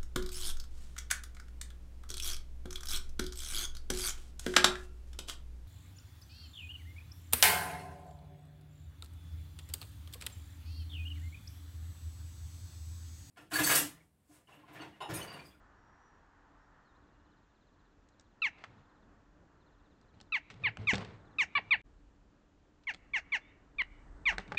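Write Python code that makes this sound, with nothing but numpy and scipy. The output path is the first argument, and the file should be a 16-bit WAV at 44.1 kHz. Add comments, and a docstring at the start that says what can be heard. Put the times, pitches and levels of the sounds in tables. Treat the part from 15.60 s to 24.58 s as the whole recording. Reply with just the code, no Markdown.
"""Far whistles and a trilling songbird open over town hum, road wash and a little wind; taps on plastic follow.
Then jackdaws give close, falling 'tchak' calls: sliding harmonics and breath shaped by a throat resonance.
Wings flutter as filtered noise; beaks and claws rap a ringing plastic toy, with one heavy low thump. The sound
drops out for an instant, then calls resume, one cut short abruptly, and taps and gusts close. Walls and roofs
answer the near sounds and the songbirds with short echoes and scatter."""
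import sys
import numpy as np
from scipy import signal
from scipy.fft import rfft, irfft
from scipy.io import wavfile

SR = 44100
rng = np.random.default_rng(int(sys.argv[2]) if len(sys.argv) > 2 else 0)


def output_pcm(signal):
    """Save a mono or channel-first signal as 16-bit PCM at the path in sys.argv[1].

    Samples are clipped to [-1, 1] before scaling.
    """
    pcm = np.clip(np.atleast_2d(signal).T, -1, 1) * 32767
    wavfile.write(sys.argv[1], SR, np.round(pcm).astype(np.int16))


N = 396018

# jackdaw calls: start_s, length_s, level_db (before the contours), start_pitch_hz,
# bend (1 = straight fall, more = held first), rasp (0-1), chest_db (on the fundamental),
# swell_db (onset to middle), treble_db (boost or cut above about 5 kHz)
CALLS = [ (2.818, 0.071, -26.5, 1384, 1.13, 0.11, 2.5, 4.5, 8),
         (4.721, 0.064, -26.5, 1348, 1.3, 0.11, 4, 6.5, 4.5),
         (5.036, 0.061, -25, 1273, 1.2, 0.17, 3, 7.5, -17),
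         (5.27, 0.063, -23, 1280, 1.22, 0.06, 2.5, 5, 14.5),
         (5.784, 0.061, -24.5, 1305, 1.22, .12, 2.5, 2, 14.5),
         (5.951, .043, -28, 1162, 4.4, 0.41, 18.5, -2.5, -37),
         (6.107, 0.055, -21.5, 1272, 1.27, 0.09, 2, 1, -36),
         (7.269, 0.054, -30, 1145, 1.25, 0.13, 1, 9.5, 5), (7.534, 0.064, -27, 1185, 1.1, 0.16, 1, 7, 9),
         (7.719, 0.06, -26, 1199, 1.29, .15, 1.5, 8, 8),
         (8.183, 0.065, -26.5, 1233, 1.22, 0.13, 1.5, 7.5, -26),
         (8.654, 0.067, -22.5, 1261, 1.09, .12, 2.5, 7, 8.5),
         (8.971, 0.079, -23.5, 1224, 3.1, 0.26, -16, 2, -19)]
# resonance of throat and open beak: frequency_hz, gain_db
THROAT = [(500, -16.5), (850, -17), (1200, -24.5), (1450, -11.5), (1750, -4), (2250, 1.5), (2480, -4),
          (2780, 1.5), (3050, -10), (3350, -13), (3700, -9), (4450, -2), (4950, -18), (6000, -15.5),
          (8500, -36.5)]
# syrinx harmonics from the first up, ahead of the throat: level_db
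HARMONICS = [0, 0, -8, -18.5, -30, -20, -16.5, -21.5, -14, -16.5]
# colour of the air rushing through the syrinx: frequency_hz, gain_db
BREATH = [(2500, 12.5), (4500, -10), (8000, -4)]
# each call's treble gain, a boost or a cut, fades in between these: frequency_hz
TREBLE_HZ = [4600, 5100]
# beak and claw taps: start_s, level_db (before the burst and ring gains), burst_centre_hz,
# burst_t60_s, ring_db (of the plastic, relative)
TAPS = [ (2.488, -66.5, 5460, 0.016, -11), (2.597, -61, 5000, 0.016, -6), (2.609, -67.5, 5560, 0.02, -12),
        (3.039, -45, 1360, 0.042, -14), (4.413, -67, 4970, 0.0089, -5), (4.602, -56.5, 2500, 0.012, -6),
        (4.612, -51, 4370, 0.012, -8.5), (4.901, -50, 1980, 0.03, -17), (4.907, -57.5, 2470, 0.075, 0),
        (4.941, -65, 3000, 0.022, -2), (5.03, -62, 1990, 0.0088, 5), (5.171, -42, 1930, 0.011, -6),
        (5.335, -33.5, 2180, 0.021, -2), (5.343, -37.5, 2126, 0.035, -1.5), (5.354, -38, 3190, 0.028, -3),
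        (5.381, -43, 3030, 0.014, 1), (5.448, -50, 2500, 0.019, -3.5), (7.236, -71, 2990, 0.037, -10),
        (7.338, -52, 3030, 0.017, -8), (7.3453, -45.5, 2150, 0.016, -9.5), (8.714, -46, 1230, 0.031, 0.5),
        (8.724, -48, 1220, 0.12, 5), (8.782, -27.5, 1820, 0.011, -11.5), (8.792, -57, 1810, 0.17, 15.5),
        (8.878, -57, 2500, 0.017, -12), (8.920, -40, 1427, 0.029, 5.5), (8.947, -52.5, 1500, 0.038, 11)]
# modes of the plastic toy, detuned afresh at each tap: frequency_hz, level_db, t60_s
PLASTIC_MODES = [(192.7, -7, 0.24), (410, -13.5, 0.36), (597.5, -1, 0.052), (846, 5, .04),
                 (1280, -1, 0.027), (1840, 3.5, 0.018), (2438, -11, 0.016)]
# wing strokes and shuffles: start_s, length_s, pushed_air_db, feather_rustle_db (before its crackle)
FLUTTERS = [(2.971, 0.057, -71, -64), (3.05, 0.16, -61.5, -74), (4.527, 0.06, -63.5, -74),
            (4.903, 0.072, -55, -67), (4.993, .095, -46.5, -66), (5.18, .065, -43, -59),
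            (5.325, .10, -40, -47.5), (5.463, 0.08, -51, -65.5), (5.95, .25, -60.5, -71),
            (8.87, 0.13, -55, -65)]
# songbird trills: start_s, end_s, level_db (before chance)
TRILLS = [(1.406, 2.35, -86.5), (2.516, 2.7, -84.5), (3.107, 3.45, -85.5), (3.998, 4.7, -84),
          (5.528, 5.76, -79)]
# distant whistles: start_s, length_s, start_pitch_hz, end_pitch_hz, level_db (before flutter)
WHISTLES = [(0.103, 0.57, 5580, 5750, -89), (.398, .11, 5830, 5880, -84), (.973, 0.11, 5250, 5740, -90),
            (1.238, 0.092, 4570, 3500, -84), (1.345, .03, 3400, 4420, -83), (1.48, .33, 2750, 3100, -92),
            (7.787, .14, 3400, 3710, -78)]
# single echoes from the balcony walls: delay_s, level_db
WALL_ECHOES = [(.0046, -17), (0.0158, -20.5), (.0185, -31.5), (.026, -29.5), (0.035, -31.5)]
# wind gusts: peak_s, half_width_s, level_db
GUSTS = [(0.03, 0.078, -65), (6.35, .2, -60.5), (7.45, 0.23, -62.5), (8.58, 0.29, -52.5)]
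# level of the town's low hum, before its gain and drift: time_s, level_db
HUM_LEVEL = [(0.0, -70), (2.68, -70.5), (2.99, -67.5), (4.5, -68), (5.7, -62), (6.46, -69), (6.9, -70.5),
             (7.75, -66.5), (8.07, -68), (8.98, -57)]
# level of the midrange wash, mostly tyres on a far road, before its gain and drift: time_s, level_db
ROAD_LEVEL = [(0.0, -66.5), (1.33, -69.5), (2.02, -76.5), (2.84, -74.5), (2.95, -69.5), (4.65, -74.5),
              (5.6, -68.5), (6.06, -69.5), (6.17, -77), (6.31, -79.5), (7.13, -79.5), (7.67, -71),
              (8.18, -74.5), (8.98, -63)]
# spectrum of the wind rumble: frequency_hz, gain_db
WIND_COLOUR = [(15, -18), (28, -9), (36, -2.5), (41, 4), (47, -4), (75, -16), (130, -26), (300, -56.5)]
# spectrum of the town hum: frequency_hz, gain_db
HUM_COLOUR = [(30, -9.5), (70, 4), (120, -2.5), (200, -2.5), (270, -5.5), (291, 4.5), (315, -5.5),
              (420, -8.5), (700, -13.5), (2000, -46)]
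# spectrum of the road wash: frequency_hz, gain_db
ROAD_COLOUR = [(200, -10), (500, -7.5), (700, -2), (900, 2.5), (1150, 1), (1400, 0.5), (1850, -3),
               (2300, -19.5), (3500, -26.5), (8000, -38)]
# spectrum of the steady hiss: frequency_hz, gain_db
HISS_COLOUR = [(500, -4), (2500, 4.5), (4000, -0.5), (5500, -3.5), (7300, -2.5), (8500, -27)]

FALL = 0.48  # share of its pitch that a call loses over its length
OVERTONE_DB = 3.5  # growth of harmonics three and four as the beak opens
SMEAR = 0.3  # radians of phase flutter for each harmonic above the second, once the note is hoarse
# air pressure starts high, sags evenly, then collapses at the end of a call
PUSH_DB, SAG_DB, COLLAPSE_DB, COLLAPSE_POWER = 1.5, 7, 15.5, 4.8
ATTACK_S, OPEN_SHARE = 0.0025, 0.51  # onset; share of the call that the beak takes to open
BREAK_S = 8.2205  # one call is cut short abruptly here
THUMP_S, THUMP_DB, THUMP_HZ, THUMP_RISE_S = 5.3328, -25, 238, 0.0013
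FLUTTER_ATTACK_S, FLUTTER_T60_S = 0.015, 0.2
# each songbird note flicks up, turns at this share of its length, and falls
NOTE_GAP_S, NOTE_S, NOTE_TURN, NOTE_HZ = 0.0597, 0.043, 0.22, [3783, 4250, 3100]
# light air between the gusts; gains of the two level curves; steady hiss
WIND_DB, HUM_GAIN_DB, ROAD_GAIN_DB, HISS_DB = -71.5, 1.5, 1, -82
NEAR_DB, NEAR_T60_S = -21, 0.14  # scatter in the balcony
FAR_DB, FAR_T60_S, FAR_HZ = -36.5, 0.55, 3400  # return from the roofs
SILENCE_S, RETURN_S, FADE_IN_S = 6.216, 6.236, 0.025  # the brief dropout and its return
EDGE_HZ = 8600  # upper band limit


def amp(db):
    """Decibels to linear gain."""
    return 10 ** (np.asarray(db) / 20)


def evened(x):
    """Scales to rms 1."""
    return x / np.sqrt(np.mean(x ** 2) + 1e-20)


def read(points, hz):
    """Reads a spectrum in dB on a log-frequency axis."""
    f, db = np.transpose(points)
    return np.interp(np.log(hz + 1), np.log(f), db)


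def curve(rows):
    """Reads a table of times and values at every sample."""
    return np.interp(np.arange(N) / SR, *np.transpose(rows))


def add(mix, s, sound):
    """Lays a sound into the mix at s seconds, cut at the end of the mix."""
    part = mix[round(s * SR):][:len(sound)]
    part += sound[:len(part)]


def coloured(points, size):
    """Noise of rms 1 with the given spectrum."""
    gain = amp(read(points, np.fft.rfftfreq(size, 1 / SR)))
    return evened(irfft(rfft(rng.standard_normal(size)) * gain, size))


def drift(rate, size):
    """Straight lines between random values of unit spread, drawn rate times a second."""
    knots = rng.standard_normal(size + 2)
    return np.interp(np.arange(size) * min(rate / SR, 1), np.arange(size + 2), knots)


def band(x, hz, q):
    """One broad resonance."""
    return signal.lfilter(*signal.iirpeak(min(hz, SR / 4), q, fs=SR), x)


def caw(length, level_db, start_hz, bend, rasp, chest_db, swell_db, treble_db, size=4400):
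    """Harmonics slide down through the throat resonance; the note starts pure and turns hoarse as it sags."""
    t, hz = np.arange(size) / SR, np.fft.rfftfreq(size, 1 / SR)
    u = t / length
    pitch = np.maximum(start_hz * (1 - FALL * u ** bend), 400)
    hoarse = np.clip(u, 0, 1) ** 2
    jitter = (0.004 + 0.028 * hoarse) * drift(1100, size)
    turns = np.cumsum(pitch * (1 + jitter)) / SR
    closed = np.clip(1 - u / OPEN_SHARE, 0, 1)  # 1 at the onset, 0 once the beak is wide open
    voice = np.zeros(size)

    def tone_gain(f):
        """Gain of the throat resonance, plus each call's set level above about 5 kHz."""
        return amp(read(THROAT, f) + treble_db * np.interp(f, TREBLE_HZ, [0, 1]))

    for k, db in enumerate(HARMONICS, 1):
        colour_db = chest_db * (k == 1) - 16 * closed * (k > 3)
        colour_db = colour_db + OVERTONE_DB * (1 - closed) * (k in (3, 4))
        # the throat delays each harmonic differently, which smears the pulse
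        flutter = SMEAR * max(k - 2, 0) * np.sqrt(hoarse) * drift(900, size)
        phase = 2 * np.pi * k * turns + np.pi * k ** 2 / 4 + flutter
        voice += amp(db + colour_db) * tone_gain(k * pitch) * np.cos(phase)
        # alternate strong and weak cycles put faint lines between the harmonics
        half = k + 0.5
        uneven = 2 * rasp ** 2 * (1 + 0.99 * hoarse) * (1 + 0.4 * drift(400, size))
        voice += uneven * amp(db) * tone_gain(half * pitch) * np.cos(2 * np.pi * half * turns)

    # air rushes through the syrinx in one puff a cycle
    air_spectrum = rfft(rng.standard_normal(size)) * tone_gain(hz) * amp(read(BREATH, hz))
    puffs = 1 + 0.56 * np.cos(2 * np.pi * turns)
    air_gain = 1.94 * rasp * (hoarse + 0.011 * (1 - closed))
    voice += air_gain * evened(irfft(air_spectrum, size)) * puffs

    pressure_db = PUSH_DB - SAG_DB * u - COLLAPSE_DB * u ** COLLAPSE_POWER - swell_db * closed
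    onset = 1 - np.exp(-(t / ATTACK_S) ** 2)
    return np.sqrt(2) * amp(level_db + pressure_db) * voice * onset


def jackdaws():
    """Every call in turn; one is cut short in mid-note."""
    out = np.zeros(N)
    for s, *call in CALLS:
        sound = caw(*call)
        if s < BREAK_S:
            sound = sound[:round((BREAK_S - s) * SR)]
        add(out, s, sound)
    return out


def taps(size=6000):
    """A hard tip scuffs the toy: a short burst of noise, and the plastic rings."""
    out, t = np.zeros(N), np.arange(size) / SR
    for s, level_db, hz, t60, ring_db in TAPS:
        burst = evened(band(band(rng.standard_normal(size), hz, 1.0), hz, 0.79))
        burst = burst * amp(-60 * t / t60) * (1 - np.exp(-t / 0.0003))
        ring = np.zeros(size)
        for f, db, decay in PLASTIC_MODES:
            tone = np.sin(2 * np.pi * f * rng.uniform(0.85, 1.04) * t)
            ring += amp(db - 60 * t / decay) * tone * rng.choice([-1, 1])
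        add(out, s, amp(level_db) * (2 * burst + 0.66 * amp(ring_db) * ring))
    return out


def thump(size=6000):
    """A heavy blow shoves the whole toy: a low push that dies within two cycles."""
    out, t = np.zeros(N), np.arange(size) / SR
    turn = 2 * np.pi * THUMP_HZ * t
    push = t / THUMP_RISE_S * np.exp(1 - t / THUMP_RISE_S)
    add(out, THUMP_S, -amp(THUMP_DB) * push * (np.sin(turn) + 0.4 * np.sin(1.5 * turn)))
    return out


def wings():
    """Each stroke pushes a low puff of air while the feathers crackle: quick rise, hold, release."""
    puffs = coloured([(30, -32.0), (70, -15.5), (108, 4.0), (150, -10.5), (195, -9.5), (260, -22.5),
                      (500, -22.0), (1200, -70)], N)
    feathers = coloured([(150, -4), (400, 6.5), (1000, 4), (2200, -3), (4000, -8), (8000, -27.5)], N)
    feathers = feathers * amp(2.5 * drift(350, N))  # crackle
    out = np.zeros(N)
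    for s, length, air_db, feather_db in FLUTTERS:
        t = np.arange(N) / SR - s
        rise = np.clip(t / FLUTTER_ATTACK_S, 0, 1)
        release = amp(-60 * np.clip((t - length) / FLUTTER_T60_S, 0, 2))
        out += rise * release * (amp(air_db) * puffs + amp(feather_db) * feathers)
    return out


def whistle(pitch, level_db):
    """A thin tone on a pitch curve; it flutters on its way through the air."""
    size = len(pitch)
    wavering = pitch * (1 + 0.01 * drift(300, size))
    loudness = amp(level_db + 2 * drift(80, size)) * signal.windows.tukey(size, 0.5)
    return loudness * np.sqrt(2) * np.sin(2 * np.pi * np.cumsum(wavering) / SR)


def songbirds():
    """Far trills of quick hooked notes, and a few gliding whistles."""
    out = np.zeros(N)
    hook = np.interp(np.linspace(0, 1, int(NOTE_S * SR)), [0, NOTE_TURN, 1], NOTE_HZ)
    for start, end, db in TRILLS:
        for s in np.arange(start, end, NOTE_GAP_S):
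            add(out, s, whistle(hook, db + rng.normal(0, 1)))
    for s, length, start_hz, end_hz, db in WHISTLES:
        glide = np.geomspace(start_hz, end_hz, int(length * SR))
        add(out, s, whistle(glide, db))
    return out


def town():
    """Wind rumble that swells in gusts, the hum of the town, tyres on a far road and a thin steady hiss."""
    now = np.arange(N) / SR
    gust_power = sum(amp(db) ** 2 * np.exp(-((now - s) / width) ** 2) for s, width, db in GUSTS)
    wind = np.sqrt(amp(WIND_DB) ** 2 + gust_power) * coloured(WIND_COLOUR, N)
    hum = amp(curve(HUM_LEVEL) + HUM_GAIN_DB + 1.22 * drift(8.4, N)) * coloured(HUM_COLOUR, N)
    road = amp(curve(ROAD_LEVEL) + ROAD_GAIN_DB + 1.2 * drift(13, N)) * coloured(ROAD_COLOUR, N)
    hiss = amp(HISS_DB) * coloured(HISS_COLOUR, N)
    return wind + hum + road + hiss


def outdoors(x, size=30000):
    """Single echoes off the near walls, a short scatter in the balcony and a faint return from the roofs."""
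    t = np.arange(size) / SR
    near, far = rng.standard_normal((2, size))
    near = near * amp(-60 * t / NEAR_T60_S) * (t > 0.013)
    far = band(far, FAR_HZ, 0.87) * amp(-60 * t / FAR_T60_S) * np.clip(t / 0.15, 0, 1) ** 2
    response = amp(NEAR_DB) * near / np.linalg.norm(near) + amp(FAR_DB) * far / np.linalg.norm(far)
    for delay, db in WALL_ECHOES:
        add(response, delay, amp([db]))
    return x + signal.fftconvolve(x, response)[:N]


def scene():
    """Birds and toy with their echoes, over the town."""
    direct = jackdaws() + taps() + thump() + wings() + songbirds()
    before = np.arange(N) / SR < SILENCE_S
    # no echo carries across the dropout
    first = outdoors(direct * before) * before
    second = outdoors(direct * ~before)
    return (first + second + town())[None]


def record(dry):
    """The sound drops almost to nothing for an instant and fades back in; then the treble is band-limited."""
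    now = np.arange(N) / SR
    fade = np.clip((now - RETURN_S) / FADE_IN_S, 0.015, 1)
    out = dry * np.where(now < SILENCE_S, 1, fade)
    lowpass = signal.firwin(301, EDGE_HZ, window=("kaiser", 8), fs=SR)
    return signal.oaconvolve(out, lowpass[None], "same")


dry = scene()
out = record(dry)
output_pcm(out)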